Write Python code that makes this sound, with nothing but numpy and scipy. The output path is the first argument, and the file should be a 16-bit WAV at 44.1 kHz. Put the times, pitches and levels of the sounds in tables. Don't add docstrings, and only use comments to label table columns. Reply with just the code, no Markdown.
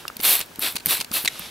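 import sys
import numpy as np
from scipy import signal
from scipy.io import wavfile
from scipy.ndimage import uniform_filter1d

SR = 44100
rng = np.random.default_rng(int(sys.argv[2]) if len(sys.argv) > 2 else 0)


def transcribe(signal):
    frames = np.atleast_2d(signal).T
    limited = np.clip(frames, -1, 1)
    pcm = np.round(limited * 32767).astype(np.int16)
    wavfile.write(sys.argv[1], SR, pcm)


N = 66150
T = np.arange(N) / SR
ONSET_S = 0.00073
CLICK_DECAY_S = 0.0024


def amp(db):
    return 10 ** (np.asarray(db) / 20)


def unit(x):
    return x / np.sqrt(np.mean(x ** 2) + 1e-20)


def noise():
    return rng.standard_normal(N)


def random_signs():
    return rng.choice([-1, 1], N)


def colour(x, points, keep_power=True):
    hz, db = np.transpose(points)
    bins_hz = abs(np.fft.fftfreq(4096, 1 / SR)) + 1
    gain = amp(np.interp(np.log(bins_hz), np.log(hz), db))
    if keep_power:
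        gain = unit(gain)
    response = np.exp(np.conj(signal.hilbert(np.log(gain))))
    taps = np.fft.ifft(response).real[:2048]
    return signal.oaconvolve(x, taps)[:N]


def swell(start, rise, hold, fall_db_per_s, open_db):
    t = T - start
    rise_db = open_db * np.clip(1 - t / rise, 0, 1) ** 1.17
    fall_db = fall_db_per_s * np.maximum(t - rise - hold, 0)
    return np.clip(t / 0.002, 0, 1) * amp(rise_db - fall_db)


def burst(start, hold, decay):
    t = T - start
    return np.clip(t / ONSET_S, 0, 1) * np.exp(-np.maximum(t - hold, 0) / decay)


def ring(start, modes):
    t = np.maximum(T - start, 0)
    total = 0
    for hz, db, t60 in modes:
        total = total + amp(db - 60 * t / t60) * np.sin(2 * np.pi * (hz * t + rng.random()))
    return np.minimum(t / .0003, 1) * total


DROPS_PER_S, DROP_SPREAD_DB, DROP_SHARE, FLUTTER_DB = 6000, 3.5, 0.37, 1.0


def droplets():
    impacts = (rng.random(N) < DROPS_PER_S / SR) * random_signs()
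    drops = impacts * amp(DROP_SPREAD_DB * np.minimum(rng.exponential(1, N), 4))
    flutter = unit(uniform_filter1d(noise(), size=200))
    mixture = np.sqrt(DROP_SHARE) * unit(drops) + np.sqrt(1 - DROP_SHARE) * noise()
    return mixture * amp(FLUTTER_DB * flutter)


# (start [s], rise [s], hold [s], mist level [dB], mist fall [dB/s],
#         patter lag [s], patter level [dB], patter fall [dB/s])
SQUIRTS = [(0.212, 0.04, 0.082, -17, 251, .006, -22.5, 157),
           (0.589, 0.035, 0.046, -26.5, 235, 0.012, -25.5, 300),
           (0.847, 0.049, 0.033, -21, 235, 0.02, -23.5, 210),
           (1.107, 0.035, 0.03, -24, 210, .014, -25.5, 282)]
# (frequency [Hz], level [dB])
MIST_SPECTRUM = [(300, -56), (3000, -11), (6500, -11.5), (8200, -11), (9200, -4), (10200, -2), (11800, 0.5),
                 (13200, -2), (14100, -1.5), (15000, -6.5), (16000, -18)]
# (frequency [Hz], level [dB])
PATTER_SPECTRUM = [(60, -23), (170, -17), (350, -8), (900, -5.5), (2000, -4), (2650, 0), (3100, -2.5),
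                   (3600, 1.5), (4250, 1.5), (5000, -7), (5800, -8), (6700, -20), (7900, -4.5),
                   (10000, -22), (16000, -14.5)]
# (frequency [Hz], level [dB])
SPIT_SPECTRUM = [(60, -36), (200, -21), (2000, -8.5), (4300, -9), (6500, -24), (9500, -3), (12500, 7.5),
                 (14500, 1.5), (16000, -4)]
MIST_OPEN_DB, PATTER_OPEN_DB = -28.5, -22.5
PATTER_RISE_SHARE = 0.71
VALVE_TAIL_S, VALVE_SHUT_S = 0.092, 0.022
SPUTTER_PER_S, SPUTTER_DB, SPUTTER_DECAY_S, SPUTTER_FALL_DB_PER_S = 130, -16, .0007, 110


def spray():
    mist, patter, weak_jet = 0, 0, 0
    for start, rise, hold, mist_db, mist_fall, lag, patter_db, patter_fall in SQUIRTS:
        valve = burst(start, rise + hold + VALVE_TAIL_S, VALVE_SHUT_S)
        mist_flow = swell(start, rise, hold, mist_fall, MIST_OPEN_DB)
        mist = mist + valve * amp(mist_db) * mist_flow
        landing = swell(start + lag, rise * PATTER_RISE_SHARE, hold, patter_fall, PATTER_OPEN_DB)
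        patter = patter + valve * amp(patter_db) * landing
        weak_flow = swell(start, rise + hold, 0, SPUTTER_FALL_DB_PER_S, MIST_OPEN_DB)
        weak_jet = weak_jet + valve * amp(mist_db + SPUTTER_DB) * weak_flow
    hiss = colour(mist * droplets(), MIST_SPECTRUM) + colour(patter * droplets(), PATTER_SPECTRUM)
    strikes = 1. * (rng.random(N) < SPUTTER_PER_S / SR)
    sputter = signal.lfilter([1], [1, -np.exp(-1 / (SPUTTER_DECAY_S * SR))], strikes)
    return hiss + colour(weak_jet * sputter * noise(), SPIT_SPECTRUM)


# (time [s], level [dB], decay [s])
SPITS = [(.168, -21.5, 0.00084), (0.2111, -18.5, .001), (0.233, -16, .002), (.3527, -7.5, 0.0015),
         (0.3621, -19, 0.00087), (0.368, -14, .0012), (0.392, -15, .001), (.405, -26, 0.0015),
         (.4605, -37, 0.00091), (0.559, -34, .001), (0.5936, -17.5, .002), (.603, -29, 0.0063),
         (.724, -28, 0.0013), (0.7581, -16, 0.00067), (.859, -7.5, 0.00093), (.868, -15, 0.00075),
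         (0.97, -22, 0.0016), (1.138, -20, 0.0026), (1.2293, -24, 0.0014), (1.2384, -27, .001),
         (1.2487, -12.5, 0.00086), (1.394, -22, .0014)]


def spits():
    snaps = sum(amp(db) * burst(start, ONSET_S, decay) for start, db, decay in SPITS)
    return colour(snaps * random_signs(), SPIT_SPECTRUM)


# (time [s], level [dB], pitch [Hz], decay [s])
THUMPS = [(.163, -38, 218, .012), (0.197, -28.5, 260, .003), (0.395, -35, 200, 0.0044),
          (.587, -22, 235, 0.0021), (.751, -26.5, 201, 0.0026), (.863, -28.5, 192, 0.013),
          (0.8734, -29.5, 152, 0.011), (.994, -27, 200, .003), (1.112, -25, 224, 0.0044),
          (1.241, -26, 225, 0.0029), (1.397, -35.5, 178, 0.012)]
# (frequency [Hz], level [dB])
BOTTLE_BODY = [(30, -4.5), (70, 0.5), (140, -1.5), (250, 0.5), (500, 0), (1500, -13)]
THUMP_RISE_S, THUMP_SLOSH = 0.00088, 0.35


def piston():
    low_pass = signal.butter(2, 400, fs=SR, output="sos")
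    slosh = unit(signal.sosfilt(low_pass, noise()))
    thumps = 0
    for start, db, hz, decay in THUMPS:
        t = np.maximum(T - start, 0)
        envelope = np.minimum(t / THUMP_RISE_S, 1) * np.exp(-t / decay)
        tone = np.sin(2 * np.pi * hz * t)
        thumps = thumps + amp(db) * envelope * (tone + THUMP_SLOSH * slosh)
    return colour(thumps, BOTTLE_BODY, keep_power=False)


# (time [s], level [dB], length of the slip [s])
CLICKS = [(0.1667, -30, 0.00092), (0.1928, -34, 0.0011), (0.2007, -28.5, 0.0051), (0.4034, -22.5, .001),
          (0.4109, -22, 0.0025), (0.5578, -36, 0.0006), (0.755, -26.5, 0.0021), (0.763, -23, 0.0063),
          (0.78, -38.5, 0.0083), (0.799, -38, .001), (0.804, -37, 0.00086), (.859, -21, 0.00079),
          (0.867, -21.5, 0.00083), (0.9799, -26.5, 0.00044), (1.0018, -23, 0.0013), (1.0092, -21.5, 0.0059),
          (1.024, -37, 0.0016), (1.045, -29, 0.0017), (1.115, -26, .001), (1.2477, -24, 0.0026),
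          (1.2547, -21.5, 0.0065)]
# (time [s], level [dB])
TAPS = [(0.053, -20.5), (0.1006, -23.5), (.405, -24), (.515, -37), (.593, -28), (1.121, -25.5),
        (1.357, -30.5), (1.395, -32)]
# (frequency [Hz], level [dB], t60 [s])
TAP_MODES = [(450, -15, .006), (900, -17, 0.0045), (1290, 3, 0.0087), (1820, -13, 0.0045)]
# (frequency [Hz], level [dB], t60 [s])
PING_MODES = [(2770, 1, .019), (3610, -2.5, 0.022), (5373, -1, 0.018), (7040, -7, .014), (9500, -18, .011),
              (11620, -1, 0.0099), (12700, -10, .011)]
# (frequency [Hz], level [dB])
PLASTIC_SPECTRUM = [(150, -13.5), (700, -8.5), (1800, -9), (2600, -0.5), (3400, -5.5), (4400, 1.5),
                    (5300, -6), (7800, -9), (9000, -5), (11500, -8.5), (13500, -14), (16000, -18)]
PING_S, PING_DB, PING_SCRAPE_S, PING_SCRAPE_DB = .0798, -23, 0.0026, -30.5


def trigger():
    slips = sum(amp(db) * burst(start, length, CLICK_DECAY_S) for start, db, length in CLICKS)
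    spring_scrape = amp(PING_SCRAPE_DB) * burst(PING_S, PING_SCRAPE_S, CLICK_DECAY_S)
    taps = sum(amp(db) * ring(start, TAP_MODES) for start, db in TAPS)
    rasp = colour((slips + spring_scrape) * random_signs(), PLASTIC_SPECTRUM)
    return rasp + taps + amp(PING_DB) * ring(PING_S, PING_MODES)


# (frequency ratio [1], level [dB])
SQUEAK_PARTIALS = [(1, -2), (1.25, -7.5), (1.88, -0.5), (2.8, -12), (3.5, -9.5), (3.8, -15), (4.5, -17),
                   (5.6, -14)]
SQUEAK_S, SQUEAK_LENGTH_S, SQUEAK_DB, SQUEAK_FADE_DB_PER_S = 1.2763, 0.01, -10, 1700
SQUEAK_HZ, SQUEAK_SAG_HZ_PER_S, SQUEAK_JITTER = 2212, 31000, 0.0894
SQUEAK_SCRAPE_DB = -22


def squeak():
    t = np.clip(T - SQUEAK_S, 0, 2 * SQUEAK_LENGTH_S)
    jitter = SQUEAK_JITTER * unit(uniform_filter1d(noise(), size=6))
    hz = (SQUEAK_HZ - SQUEAK_SAG_HZ_PER_S * t) * (1 + jitter)
    turns = np.cumsum(hz) / SR
    tone = 0
    for ratio, db in SQUEAK_PARTIALS:
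        tone = tone + amp(db) * np.sin(2 * np.pi * (ratio * turns + rng.random()))
    scrape = amp(SQUEAK_SCRAPE_DB) * colour(noise(), PLASTIC_SPECTRUM)
    fade = amp(SQUEAK_DB - SQUEAK_FADE_DB_PER_S * t)
    return (tone + scrape) * fade * burst(SQUEAK_S, SQUEAK_LENGTH_S, CLICK_DECAY_S)


# (start [s], rise [s], hold [s], fall [dB/s], level [dB])
SOFT_HISSES = [(-.06, 0.029, 0.028, 234, -42), (1.251, .145, 0.069, 214, -37.5)]
# (frequency [Hz], level [dB])
SOFT_HISS_SPECTRUM = [(100, -13.5), (500, -10), (2000, -7.5), (2700, -4), (3600, -1.5), (5000, -9),
                      (5800, -8), (6700, -14), (9000, -12.5), (11500, -8), (13500, -16), (16000, -27)]
SOFT_HISS_OPEN_DB = -6.5


def soft_hisses():
    flow = 0
    for start, rise, hold, fall, db in SOFT_HISSES:
        flow = flow + amp(db) * swell(start, rise, hold, fall, SOFT_HISS_OPEN_DB)
    return colour(flow * noise(), SOFT_HISS_SPECTRUM)


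# (frequency [Hz], level [dB])
ROOM_COLOUR = [(100, -2), (1000, 4), (4000, -0.5), (8000, 4), (16000, -20)]
ROOM_DB, ROOM_T60_S = -22.5, .2


def room(x):
    t = T[:SR // 3]
    tails = rng.standard_normal((2, len(t))) * amp(-60 * t / ROOM_T60_S) * (t > .003)
    tails = tails / np.linalg.norm(tails[0])
    tinted = colour(x, ROOM_COLOUR, keep_power=False)
    return amp(ROOM_DB) * signal.fftconvolve(tinted[None], tails, axes=1)[:, :N]


# (frequency [Hz], level [dB])
ROOM_TONE = [(15, -40), (25, -9.5), (105, -2), (242, -2.5), (463, -5), (714, -7.5), (911, -6.5),
             (1070, -10), (1700, -7), (2000, -13), (2280, -10.5), (7110, -16.5), (16000, -18.5)]
ROOM_TONE_DB = -46.5


def air():
    return amp(ROOM_TONE_DB) * colour(noise(), ROOM_TONE)


def spread(source, width):
    middle = source()
    side = colour(source(), width, keep_power=False)
    return middle + np.array([[1], [-1]]) * side


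# (frequency [Hz], level [dB])
SPRAY_WIDTH = [(60, -22), (300, -19), (750, -20), (2000, -39), (3300, -29), (4800, -10.5), (7000, -13.5),
               (9000, -18.5), (12000, -26), (15000, -29)]
TRIGGER_WIDTH = [(100, -11), (1000, -7.5), (2200, -3.5), (4000, -8.5), (8000, -6), (12000, -14),
                 (16000, -15)]
SOFT_HISS_WIDTH = [(100, -10), (900, -5), (2400, -14), (6000, -10), (12000, -25)]
AIR_WIDTH = [(60, -18), (150, -13), (380, -4), (950, -3), (2400, -2.5), (6000, -8.5), (15000, -30)]


def scene():
    bottle = spread(spray, SPRAY_WIDTH) + spread(soft_hisses, SOFT_HISS_WIDTH)
    for part in (spits, trigger, squeak):
        bottle = bottle + spread(part, TRIGGER_WIDTH)
    return bottle + piston() + room(bottle.mean(0)) + spread(air, AIR_WIDTH)


def record(dry):
    low_pass = signal.firwin(511, 15800, window=("kaiser", 9), fs=SR)
    return signal.oaconvolve(dry, low_pass[None], "same")


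dry = scene()
out = record(dry)
transcribe(out)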